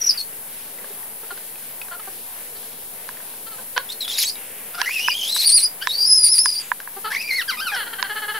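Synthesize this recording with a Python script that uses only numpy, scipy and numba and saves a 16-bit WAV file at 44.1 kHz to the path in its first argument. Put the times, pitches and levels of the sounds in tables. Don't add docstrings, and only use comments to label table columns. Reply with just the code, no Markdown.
import sys
import numpy as np
from scipy import signal
from scipy.fft import rfft, irfft
from scipy.io import wavfile
from scipy.ndimage import uniform_filter1d
from numba import njit

SR = 44100
rng = np.random.default_rng(int(sys.argv[2]) if len(sys.argv) > 2 else 0)


def store_wav(level_fs):
    pcm = np.round(np.clip(np.atleast_2d(level_fs), -1, 1) * 32767)
    wavfile.write(sys.argv[1], SR, pcm.T.astype(np.int16))


def invert_db(x):
    u = np.asarray(x, float) / 20
    return 10 ** u


N = 369989
HZ = np.fft.rfftfreq(N, 1 / SR)
TIME = np.arange(N) / SR


def read(table, hz):
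    f, v = np.transpose(table)
    return np.interp(np.log(hz + 1), np.log(f), v)


def unit(x):
    return x / np.sqrt(np.mean(x ** 2))


def walk(rate):
    k = int(SR / rate)
    steps = np.repeat(rng.standard_normal(N // k + 1), k)
    return unit(uniform_filter1d(uniform_filter1d(steps, k), k)[:N])


def sides(x, db):
    return np.array([x * invert_db(db / 2), x * invert_db(-db / 2)])


def air():
    # f/Hz, level/dB per Hz
    air_spectrum = [(26, -40), (45, -21), (53, -13.5), (215, -2.5), (327, -6.5), (460, -0.5), (588, -3.5),
                    (913, -2.5), (1220, -9), (1720, -6.5), (4500, -10), (6300, -12), (8000, -8),
                    (11100, 2.5), (15600, -5)]
    # f/Hz, correlation
    likeness = [(60, 0.33), (400, 0.63), (3000, 0.4), (8000, 0.023), (15000, 0.15)]
    # f/Hz, level/dB
    air_balance = [(60, 10), (110, 0.5), (200, 0.5), (380, 2.5), (700, 2), (1290, -0.5), (2380, -0.5),
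                   (4400, -0.5), (8120, 0.5), (15000, 4.5)]
    level_db, insect_hz, insect_share, insect_lag_s = -37, 327.9, .5, 4.0e-5
    phase = 2 * np.pi * np.cumsum(insect_hz * (1 + .0015 * walk(6))) / SR
    insects = 0
    for k in range(26, 49):
        insects = insects + np.sin(k * phase + k * k) * invert_db(3 * walk(2) + 2 * walk(25) - abs(k - 34) / 2.5)
    treble = 1 / (1 + (8500 / (HZ + 1)) ** 8)
    shared = rfft(rng.standard_normal(N)) + insect_share * treble * rfft(insects)
    like = np.clip(read(likeness, HZ), 0, 1)
    apart = np.sqrt(1 - like) * np.array([rfft(rng.standard_normal(N)) for _ in range(2)])
    lag = np.exp(-2j * np.pi * HZ * insect_lag_s * treble)
    both = np.sqrt(like) * np.array([shared * lag, shared]) + apart
    both = both * sides(invert_db(read(air_spectrum, HZ)), read(air_balance, HZ))
    out, swell, octave = 0, walk(0.057), np.log2((HZ + 1) / 30)
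    for k in range(11):
        share = np.maximum(1 - np.abs(octave - k), 0)
        flutter = 1.64 * walk(14) * (.5 if k > 7 else 1)
        out = out + irfft(both * share, N) * invert_db(.5 * swell + 0.19 * walk(2.35) + flutter)
    return out * invert_db(level_db) / np.sqrt(np.mean(out.mean(axis=0) ** 2))


def long_cries():
    # t/s, pitch f/Hz, level/dB, mouth opening as 2nd-harmonic level/dB
    peep = [(0.0, 5900, -46, -12), (.017, 5750, -17.5, -17), (.03, 5690, -18, -16), (.075, 5840, -13, -22),
            (.09, 5460, -11.5, -15), (.112, 4570, -22, -0.5), (.13, 5120, -32, -5), (.15, 4640, -48, -12)]
    whine = [(4.078, 3640, -33, -7), (4.11, 3410, -30, 11.5), (4.132, 3260, -29, 9), (4.136, 4000, -32, 4),
             (4.155, 3800, -30.5, -2), (4.172, 3600, -33, 0), (4.179, 3900, -28.5, -7)]
    shriek = [(4.18, 4480, -29, -15), (4.197, 4700, -30.5, -22), (4.2, 3640, -29, 12),
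              (4.215, 3660, -28.5, 4), (4.249, 3020, -29, 22)]
    pipe = [(4.25, 3862, -27, 10.2), (4.266, 3948, -33, 17)]
    yelp = [(4.268, 4530, -26.5, -1), (4.29, 4510, -30, 14), (4.3, 4870, -16, -3), (4.31, 5040, -46, -12),
            (4.342, 5040, -47, -20)]
    wake = [(4.735, 680, -45.5, 8), (4.752, 710, -29.5, 6.7), (4.765, 771, -42.5, 4),
            (4.785, 680, -36, 11.3), (4.8, 750, -27, 5.9), (4.822, 872, -31, 12)]
    climb = [(4.856, 1864, -21.5, -34), (4.895, 2200, -30, -15), (4.915, 2480, -27.5, -26),
             (4.945, 2760, -28.5, -8), (4.96, 2640, -26, -18), (5.0, 2430, -20, -22),
             (5.004, 2830, -29, -9), (5.073, 2993, -27.5, 0.5)]
    steps = [(5.077, 2510, -16.5, -11), (5.091, 2560, -31.5, 2), (5.094, 2960, -26, -2),
             (5.107, 2890, -23, -15), (5.11, 2430, -26.5, 2.5), (5.134, 2460, -22, -11)]
    scream = [(5.135, 3045, -30, -6), (5.184, 3330, -30.5, 3), (5.226, 3020, -26.5, -2),
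              (5.27, 3376, -29, 4), (5.29, 3870, -26, 4), (5.336, 4130, -28.5, 5), (5.398, 4560, -21, -0.5),
              (5.458, 4653, -21, -2)]
    peak = [(5.459, 4850, -19, 7), (5.472, 4924, -19.5, 10.5), (5.552, 4910, -19, 14),
            (5.65, 5020, -19.5, 11.5), (5.668, 4820, -23, -33)]
    hiccup = [(5.81, 1450, -49, 4), (5.825, 1533, -22.5, 0.5), (5.84, 1740, -31, -26),
              (5.872, 1750, -46, 11)]
    wail = [(5.876, 3720, -32, -5), (5.885, 3900, -29.5, -2), (5.912, 3764, -23, -5),
            (5.928, 4350, -29, -8), (5.946, 4510, -26.5, -11), (5.964, 4470, -27.5, -7),
            (5.985, 4750, -24.5, -5), (6.025, 4750, -17, -6), (6.05, 4770, -21, -8)]
    keen = [(6.051, 4810, -15, -19), (6.062, 5180, -23.5, 3.5), (6.125, 5000, -15, 7.5),
            (6.153, 5230, -16.5, -0.5), (6.185, 4990, -17, 11), (6.31, 5190, -18, 10.5),
            (6.412, 5300, -18, 8.5), (6.602, 4915, -26, -0.5), (6.62, 4510, -39, 14)]
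    gulp = [(7.104, 780, -39, 8), (7.122, 868, -25.5, 5.4), (7.135, 1150, -35, 4.3),
            (7.154, 1090, -34, 11.8)]
    yowl = [(7.155, 1730, -26, -16), (7.167, 2090, -18, -19), (7.175, 2342, -32, -8),
            (7.203, 2494, -36, -2), (7.213, 2630, -24, -19), (7.223, 2676, -27, -18),
            (7.243, 2320, -34, -7), (7.267, 2390, -36, -5), (7.29, 2377, -25, -16)]
    dying = [(7.291, 2386, -22.5, -23), (7.305, 2248, -28, -5), (7.313, 2123, -16, -12),
             (7.321, 2043, -22.5, -9), (7.333, 2100, -19, -14), (7.365, 2230, -27, -2),
             (7.389, 2037, -19, -14.5), (7.401, 1872, -25, -7), (7.428, 1245, -29.5, -3)]
    drop = [(7.478, 1680, -31, -10), (7.5, 1544, -17.5, -11), (7.522, 1068, -31, 1), (7.56, 975, -39, 9)]
    arch = [(7.571, 1230, -33, -1), (7.591, 1238, -34, 3), (7.601, 1243, -21, -11),
            (7.615, 1521, -27.5, -10), (7.625, 1592, -24.5, -15), (7.661, 1537, -35, 0),
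            (7.671, 1440, -17.5, -20), (7.683, 1299, -23.5, -5.5), (7.715, 1160, -34.5, 2)]
    sink = [(7.716, 889, -34, 6.1), (7.722, 840, -28.5, 5.8), (7.742, 809, -26, 4), (7.75, 760, -23.5, 3.9),
            (7.762, 715, -34, 3.4)]
    return [(peep, .22), (whine, .58), (shriek, .9), (pipe, .15), (yelp, .42), (wake, .3), (climb, .4),
            (steps, .27), (scream, .38), (peak, .24), (hiccup, .3), (wail, .24), (keen, .16), (gulp, .4),
            (yowl, .24), (dying, .18), (drop, .2), (arch, .13), (sink, .2)]


def glide(s, length, db, first_hz, last_hz):
    attack_s, release_s, edge_db, opening_db = 0.0022, 0.01, -4, 1
    at = np.array([0, attack_s, length - release_s, length])
    level = db + edge_db * np.array([1, 0, 0, 1])
    hz = first_hz + (last_hz - first_hz) * at / length
    return np.transpose([s + at, hz, level, np.full(len(at), opening_db)])


def fold_harmonics(phase, hz, level, opening, rough):
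    # f/Hz, level/dB
    mouth = [(700, -11), (1600, -3.5), (3000, 2), (5200, 3), (6800, -18), (9800, -7), (13600, -4),
             (15600, -4)]
    third_db, torn_db, upper_db = -15, 10, -10
    tone, lowest = 0, []
    for k in range(1, 7):
        db = level + read(mouth, k * hz)
        if k == 2:
            db = db + opening
        if k > 2:
            db = db + third_db + torn_db * rough - 2.1 * (k - 3)
        db = uniform_filter1d(db, size=200)
        lowest.append(db)
        torn = 1.25 * rough * k ** (.4 if k < 3 else .7) + .7 * (k * hz > 13500)
        torn = np.minimum(torn, 1)
        grain = [walk(520) + .4 * walk(1600) for _ in range(2)]
        smear = np.cos(k * phase) * grain[0] + np.sin(k * phase) * grain[1]
        shimmer = invert_db((1 + 4 * rough) * walk(170) + 4 * (k > 2) * walk(35))
        line = np.sqrt(2 - 2 * torn ** 2) * np.sin(k * phase) * shimmer
        fade = np.clip((15400 - k * hz) / 1600, .1, 1) * (k * hz < .36 * SR)
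        tone = tone + invert_db(db) * (line + .9 * torn * smear) * fade
    for k in range(7, 15):
        db = uniform_filter1d(level + read(mouth, k * hz), size=200) + upper_db
        tone += invert_db(db) * np.sin(k * phase) * (k * hz < 12500) * grain[k % 2]
    loose = np.sin(1.235 * phase + .25 * grain[0]) * invert_db(4 * walk(50))
    tone += invert_db(lowest[0] - 27) * loose * (hz > 4500) * (hz < 5400)
    return tone, lowest[0], lowest[1]


def stray_strand(phase, first_db, rough):
    hop = np.repeat(rng.uniform(-1, 1, N // 260 + 1), 260)[:N]
    stray = np.cumsum(np.gradient(phase) * (1 + .3 + .4 * hop))
    return sum(invert_db(first_db + 4 + 5 * walk(200)) * rough ** 4 * np.sin(k * stray) for k in (1, 2, 3))


def sag_haze(aim, second_db, sag):
    haze_db, lead_s = 17.5, .009
    haze = sum(walk(1400) * turn(1.96 * aim) for turn in (np.sin, np.cos))
    return invert_db(second_db + haze_db + 1.6 * walk(150)) * np.roll(sag, -int(lead_s * SR)) * haze


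def resonant_noise(hz, width):
    gain = 1 / (1 + ((HZ - hz) / (width / 2)) ** 2) ** 2
    return unit(irfft(rfft(rng.standard_normal(N)) * gain, N))


def throat_rasp(first_db, second_db, rough):
    # f/Hz, width f/Hz, level/dB
    rasp_bands = [(2520, 1830, -6), (3900, 2300, -7), (5050, 3400, 1.5), (10800, 2800, -0.5),
                  (12300, 15600, -7)]
    effort = np.sqrt(invert_db(first_db) ** 2 + invert_db(second_db) ** 2) * rough ** 3
    return effort * sum(invert_db(d + 4.5 * walk(220)) * resonant_noise(f, w) for f, w, d in rasp_bands)


def breath_leak(first_db):
    hz, width_hz = 5250, 1500
    low = invert_db(first_db - 19.5 + 3.2 * walk(120)) * resonant_noise(hz, width_hz)
    return low + invert_db(first_db - 23.5 + 3.0 * walk(90)) * resonant_noise(2 * hz, 2 * width_hz)


def squeals():
    # t/s, length t/s, level/dB, first f/Hz, last f/Hz
    short_notes = [
        (0.174, 0.012, -28.5, 4920, 4440),
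        (0.184, 0.033, -28.5, 4356, 4320),
        (3.889, 0.046, -36, 3400, 4318),
        (4.005, 0.054, -30, 4178, 3290),
        (4.827, 0.03, -35.5, 1304, 1497),
    ]
    # t/s, change level/dB, half length t/s
    catches = [(0.034, -33, 0.0048), (0.058, -24, 0.0055), (0.088, -10, 0.0059), (0.104, -8, 0.0057),
               (3.904, 6, 0.0046), (3.923, 6.5, 0.0068), (4.021, 2, 0.0098), (4.041, -8, 0.0077),
               (4.298, -4.5, 0.0055), (4.767, -9, 0.013), (6.119, -0.5, .015), (6.208, -6, 0.025),
               (6.247, 5, 0.013), (6.31, -5.5, 0.011), (6.39, 5, 0.01), (6.427, -7.5, .006),
               (5.476, 4.5, 0.0047), (5.975, -2, .006), (5.631, 1.5, 0.019), (5.224, -3, .005),
               (5.275, 2, 0.009), (5.559, -1, 0.022), (5.61, -8, 0.03), (4.244, -9, 0.0048),
               (5.969, -12, 0.0045), (7.194, 2, 0.016), (5.496, 1, 0.0037), (5.514, -7.5, 0.0045),
               (6.271, 2.5, 0.0041)]
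    # t/s, share of pitch lost, half length t/s
    sags = [(5.286, 0.05, 0.033), (5.367, 0.13, 0.04), (5.429, 0.13, 0.051), (5.504, 0.13, 0.045),
            (5.601, 0.17, 0.051), (6.211, .02, 0.03), (6.267, 0.097, 0.046), (6.37, 0.11, 0.049),
            (6.488, 0.056, 0.072), (6.554, 0.066, 0.042)]
    note_rough, rough_per_sag, rough_per_db = .5, 2.4, .017
    sag_db, sag_open_db = -21, 19
    cries = long_cries() + [(glide(*note), note_rough) for note in short_notes]
    cries = sorted(cries, key=lambda cry: cry[0][0][0])
    rows = [np.vstack([np.transpose(c), np.full(len(c), r)]) for c, r in cries]
    s, hz, level, opening, rough = np.hstack(rows)
    on = sum(1. * (TIME >= c[0][0]) * (TIME < c[-1][0]) for c, _ in cries)
    on = uniform_filter1d(np.minimum(on, 1), size=110)
    for at, depth_db, half in catches:
        on = on * invert_db(depth_db * np.maximum(1 - ((TIME - at) / half) ** 2, 0))
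    sag = 0
    for at, share, half in sags:
        sag = sag + share * np.cos(np.pi / 2 * np.clip((TIME - at) / half, -1, 1)) ** 2
    slackness = np.hstack([np.minimum(np.max(row[2]) - row[2], 9) for row in rows])
    rough = uniform_filter1d(np.interp(TIME, s, rough + rough_per_db * slackness), size=400)
    rough = np.minimum(rough + rough_per_sag * sag, 1)
    aimed_hz = np.interp(TIME, s, hz)
    aim = 2 * np.pi * np.cumsum(aimed_hz) / SR
    hz = aimed_hz * (1 - sag)
    jitter = 1 + .02 * walk(300) * rough + .07 * walk(110) * rough ** 4 + .006 * walk(70)
    phase = 2 * np.pi * np.cumsum(uniform_filter1d(hz, size=150) * jitter) / SR
    level = np.interp(TIME, s, level) + sag_db * sag
    opening = np.interp(TIME, s, opening) + sag_open_db * sag
    tone, first_db, second_db = fold_harmonics(phase, hz, level, opening, rough)
    tone = tone + stray_strand(phase, first_db, rough) + sag_haze(aim, second_db, sag)
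    return on * (tone + throat_rasp(first_db, second_db, rough) + breath_leak(first_db))


def gasps():
    # t/s, length t/s, level/dB, centre f/Hz
    breaths = [
        (.0, 0.2, -44, 2330),
        (0.134, 0.066, -39, 2150),
        (4.346, 0.96, -45.5, 2347),
        (6.583, 0.16, -38, 2650),
        (6.588, 0.17, -40.5, 7340),
    ]
    out = np.zeros(N)
    for s, length, db, hz in breaths:
        swell = np.clip(np.minimum((TIME - s) / 0.017, (s + length - TIME) / length), 0, 1)
        out += invert_db(db) * swell * resonant_noise(hz, 2900)
    return out


def ring(hz, t60):
    t = TIME[:2600]
    return np.sin(2 * np.pi * hz * t) * 1000. ** (-t / t60)


def ticks():
    # t/s, peak level/dB, f/Hz
    lip_ticks = [(0.7857, -33, 2010), (1.0296, -36, 1850), (1.557, -34, 2520), (1.635, -39, 1540),
                 (1.816, -21.5, 2560), (1.885, -32, 1580), (2.73, -38, 3260), (3.1712, -34, 1780),
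                 (3.339, -37, 1580), (4.0792, -20.5, 3420), (4.356, -29.5, 3830), (6.8022, -23.5, 1600)]
    out = np.zeros(N)
    for s, db, hz in lip_ticks:
        chance = rng.standard_normal(2600)
        spit = uniform_filter1d(chance, size=5) - uniform_filter1d(chance, size=50)
        spit = spit * 1000. ** (-TIME[:2600] / 0.027)
        out[int(s * SR):int(s * SR) + 2600] += invert_db(db) * (ring(hz, 0.023) + .8 * spit)
    return out


def slack(pitch, tilt_db, throat, breath):
    phase = 2 * np.pi * np.cumsum(pitch) / SR
    drift = np.cumsum(rng.standard_normal((28, len(pitch))), axis=1)
    drift = drift / np.sqrt(np.arange(1, 29))[:, None] * .011
    stack = 0
    for k in range(1, 28):
        level = invert_db(read(throat, k * pitch) + tilt_db * np.log2(k))
        stack = stack + level * np.sin(k * (phase + drift[k]) + 0.28 * k * k)
    return unit(stack) + breath * (1 + np.sin(phase))


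def grunts():
    # t/s, peak level/dB, pitch f/Hz, length t/s, brightness level/dB per octave
    puffs = [(0.842, -29, 548, 0.0084, -5.5), (0.905, -32.5, 430, 0.015, -22),
             (1.232, -33, 440, 0.018, -16), (1.305, -23.5, 356, 0.02, -3), (1.317, -33.5, 390, 0.021, -22),
             (1.375, -30, 493, 0.0075, 0), (1.911, -27.5, 346.5, 0.058, -4),
             (1.995, -30.5, 432, 0.015, -1.5), (2.073, -28.5, 386, 0.023, -16.5),
             (2.552, -39, 440, 0.044, 9.5), (2.626, -42, 399, 0.037, 3), (3.466, -33, 460, 0.031, 3),
             (3.514, -35.5, 438, 0.048, 1.5), (3.584, -35, 504, 0.027, -8),
             (3.763, -14, 492.5, 0.024, -2.5), (3.778, -20, 548, 0.015, -1), (3.795, -28.5, 538, 0.022, -3),
             (6.964, -27.5, 390, 0.036, -16), (7.043, -18.5, 447, 0.064, -2.5),
             (7.86, -25.5, 477.7, 0.031, -2), (7.926, -22.5, 443, 0.022, -1.5),
             (7.982, -20.5, 386, 0.03, -2), (8.031, -22, 398, 0.044, -1.5), (8.07, -37, 404, 0.023, -5)]
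    # f/Hz, level/dB
    chatter_throat = [(250, -67), (420, -16), (830, -6.5), (1250, -3.5), (1600, 9.5), (2050, -3),
                      (2500, -15), (3120, 4), (3650, -14.5), (4300, -2.5), (5200, -25), (7500, -65),
                      (9750, -6), (12000, -25)]
    # f/Hz, level/dB
    round_throat = [(250, -95), (420, -10), (830, 1), (1100, 1.5), (1400, 13.5), (1750, 2), (2300, -13),
                    (3050, 1), (3650, -6), (4400, 3), (5200, -14), (7500, -60), (9750, -15), (12000, -36)]
    # t/s, pitch f/Hz, level/dB
    creak = [
        (7.753, 403, -37),
        (7.76, 407, -28),
        (7.767, 506, -22),
        (7.784, 480, -26),
        (7.809, 426, -26),
        (7.831, 401, -31.5),
        (7.846, 373, -40),
    ]
    chatter_s, chatter_fall, chatter_air_db = 7.8, 0.0535, -43
    trill_s, trill_every_s, trill_length_s = 8.092, .0622, 0.061
    trill_db, trill_scatter_db, trill_tilt_db = -19.5, 1.0, -3
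    trill_hz, trill_rise_hz = 417.3, 1.56
    out, wobble = np.zeros(N), walk(150)
    breath = unit(irfft(rfft(rng.standard_normal(N)) * invert_db(read(chatter_throat, HZ)), N))
    trill = []
    for k in range(5):
        db = trill_db + trill_scatter_db * rng.standard_normal()
        hz = trill_hz + k * trill_rise_hz
        trill.append((trill_s + k * trill_every_s, db, hz, trill_length_s, trill_tilt_db))
    for s, db, hz, length, tilt_db in puffs + trill:
        i = int(s * SR) + np.arange(min(int(length * SR), N - int(s * SR)))
        in_trill, in_chatter = s > trill_s - length, s > chatter_s
        bend = .55 if in_trill else 1.04 if in_chatter else .5
        swell = np.sin(np.pi * ((i - i[0]) / (length * SR)) ** bend) ** (1.6 if in_trill else 1)
        fall = chatter_fall * in_chatter * (np.exp(-(i - i[0]) / (.012 * SR)) - .25)
        pitch = hz * (1 + fall + 0.02 * wobble[i])
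        throat = chatter_throat if in_chatter else round_throat
        puff = slack(pitch, tilt_db, throat, (.12 if in_trill else .24) * breath[i])
        out[i] += invert_db(db - 6.0) * swell * puff
    out += invert_db(chatter_air_db + 2.0 * walk(79)) * breath * (TIME > chatter_s)
    s, hz, db = np.transpose(creak)
    i = np.arange(int(s[0] * SR), int(s[-1] * SR))
    pitch = np.interp(TIME[i], s, hz) * (1 + .011 * wobble[i])
    out[i] += invert_db(np.interp(TIME[i], s, db)) * slack(pitch, 0.44, chatter_throat, .15 * breath[i])
    return out


def knocks():
    # t/s, peak level/dB, gain of the crack's noise/dB, left minus right level/dB
    hits = [(3.09, -23, 13, -8), (3.204, -36, -20, -11), (3.778, -10.5, 18, -10), (4.816, -12, 20.5, -13),
            (4.892, -23.5, -18, 0.0), (5.084, -7, -28, -10), (5.364, -19.5, -22.5, 2),
            (5.872, -10, 19, -11.5), (6.458, -8, 21, -10.5), (6.717, -4, -17, -7), (6.875, -22, -16, -8),
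            (8.027, -11.5, 21, -11.5)]
    # f/Hz, level/dB, 60 dB decay t/s
    hollow = [(998, -2, 0.026), (1676, 4.5, 0.012)]
    out = np.zeros((2, N + 2600))
    for s, db, crack_db, pan_db in hits:
        chance = rng.standard_normal(2603)
        low, high = (invert_db(d) * ring(f * (1 + .015 * c), t60) for (f, d, t60), c in zip(hollow, chance))
        body = (low - high) * np.minimum(TIME[:2600] / .0004, 1)
        crack = np.diff(uniform_filter1d(uniform_filter1d(chance[2:], size=4), size=5))
        crack = crack * 1000. ** (-TIME[:2600] / 0.006)
        blow = invert_db(db - 2.0) * (body + invert_db(crack_db) * crack)
        out[:, int(s * SR):int(s * SR) + 2600] += sides(blow, pan_db)
    band_hz = (600, 8500)
    return signal.sosfilt(signal.butter(2, band_hz, "band", fs=SR, output="sos"), out[:, :N])


@njit
def walls(x, lags, gain, damp):
    line, soft, out = np.zeros((8, 4096)), np.zeros(8), np.zeros((2, len(x)))
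    for i in range(len(x)):
        total = 0.
        for k in range(8):
            soft[k] += (1 - damp) * (gain[k] * line[k, (i - lags[k]) & 4095] - soft[k])
            total += soft[k]
            out[k % 2, i] += soft[k]
        for k in range(8):
            line[k, i & 4095] = x[i] + soft[k] - total / 4
    return out


def scene():
    # f/Hz, level/dB
    voice_balance = [(1000, 1.5), (2500, 1), (5000, 2.5), (10000, 1)]
    pen_t60_s, pen_damp, pen_db = .13, 0.089, -9.5
    background = air()
    monkey = squeals() + gasps() + ticks() + grunts()
    near = irfft(rfft(monkey) * sides(np.ones(len(HZ)), read(voice_balance, HZ)), N)
    blows = knocks()
    lags = rng.integers(250, 1500, 8)
    echo = walls(monkey + 0.023 * blows[1], lags, invert_db(-60 * lags / SR / pen_t60_s), pen_damp)
    return near + blows + invert_db(pen_db) * echo + background


@njit
def follower(x, attack, release):
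    y, e = np.empty(len(x)), 0.
    for i in range(len(x)):
        e += (x[i] - e) * (attack if x[i] > e else release)
        y[i] = e
    return y


def roll_off(x):
    return signal.sosfilt(signal.butter(12, 16040, fs=SR, output="sos"), x)


def record(dry):
    top_hz, offset = 15750, -.0025
    loud = follower(np.abs(dry).max(axis=0), 0.00048, 1.5e-5)
    x = dry * np.minimum(1, (0.3 / (loud + 1e-9)) ** 0.7)
    x = x / (1 + np.abs(x) ** 4) ** .25
    cut = irfft(rfft(x) * (HZ < top_hz), N)
    return roll_off(np.clip(cut + offset, -1, 1))


dry = scene()
out = record(dry)
store_wav(out)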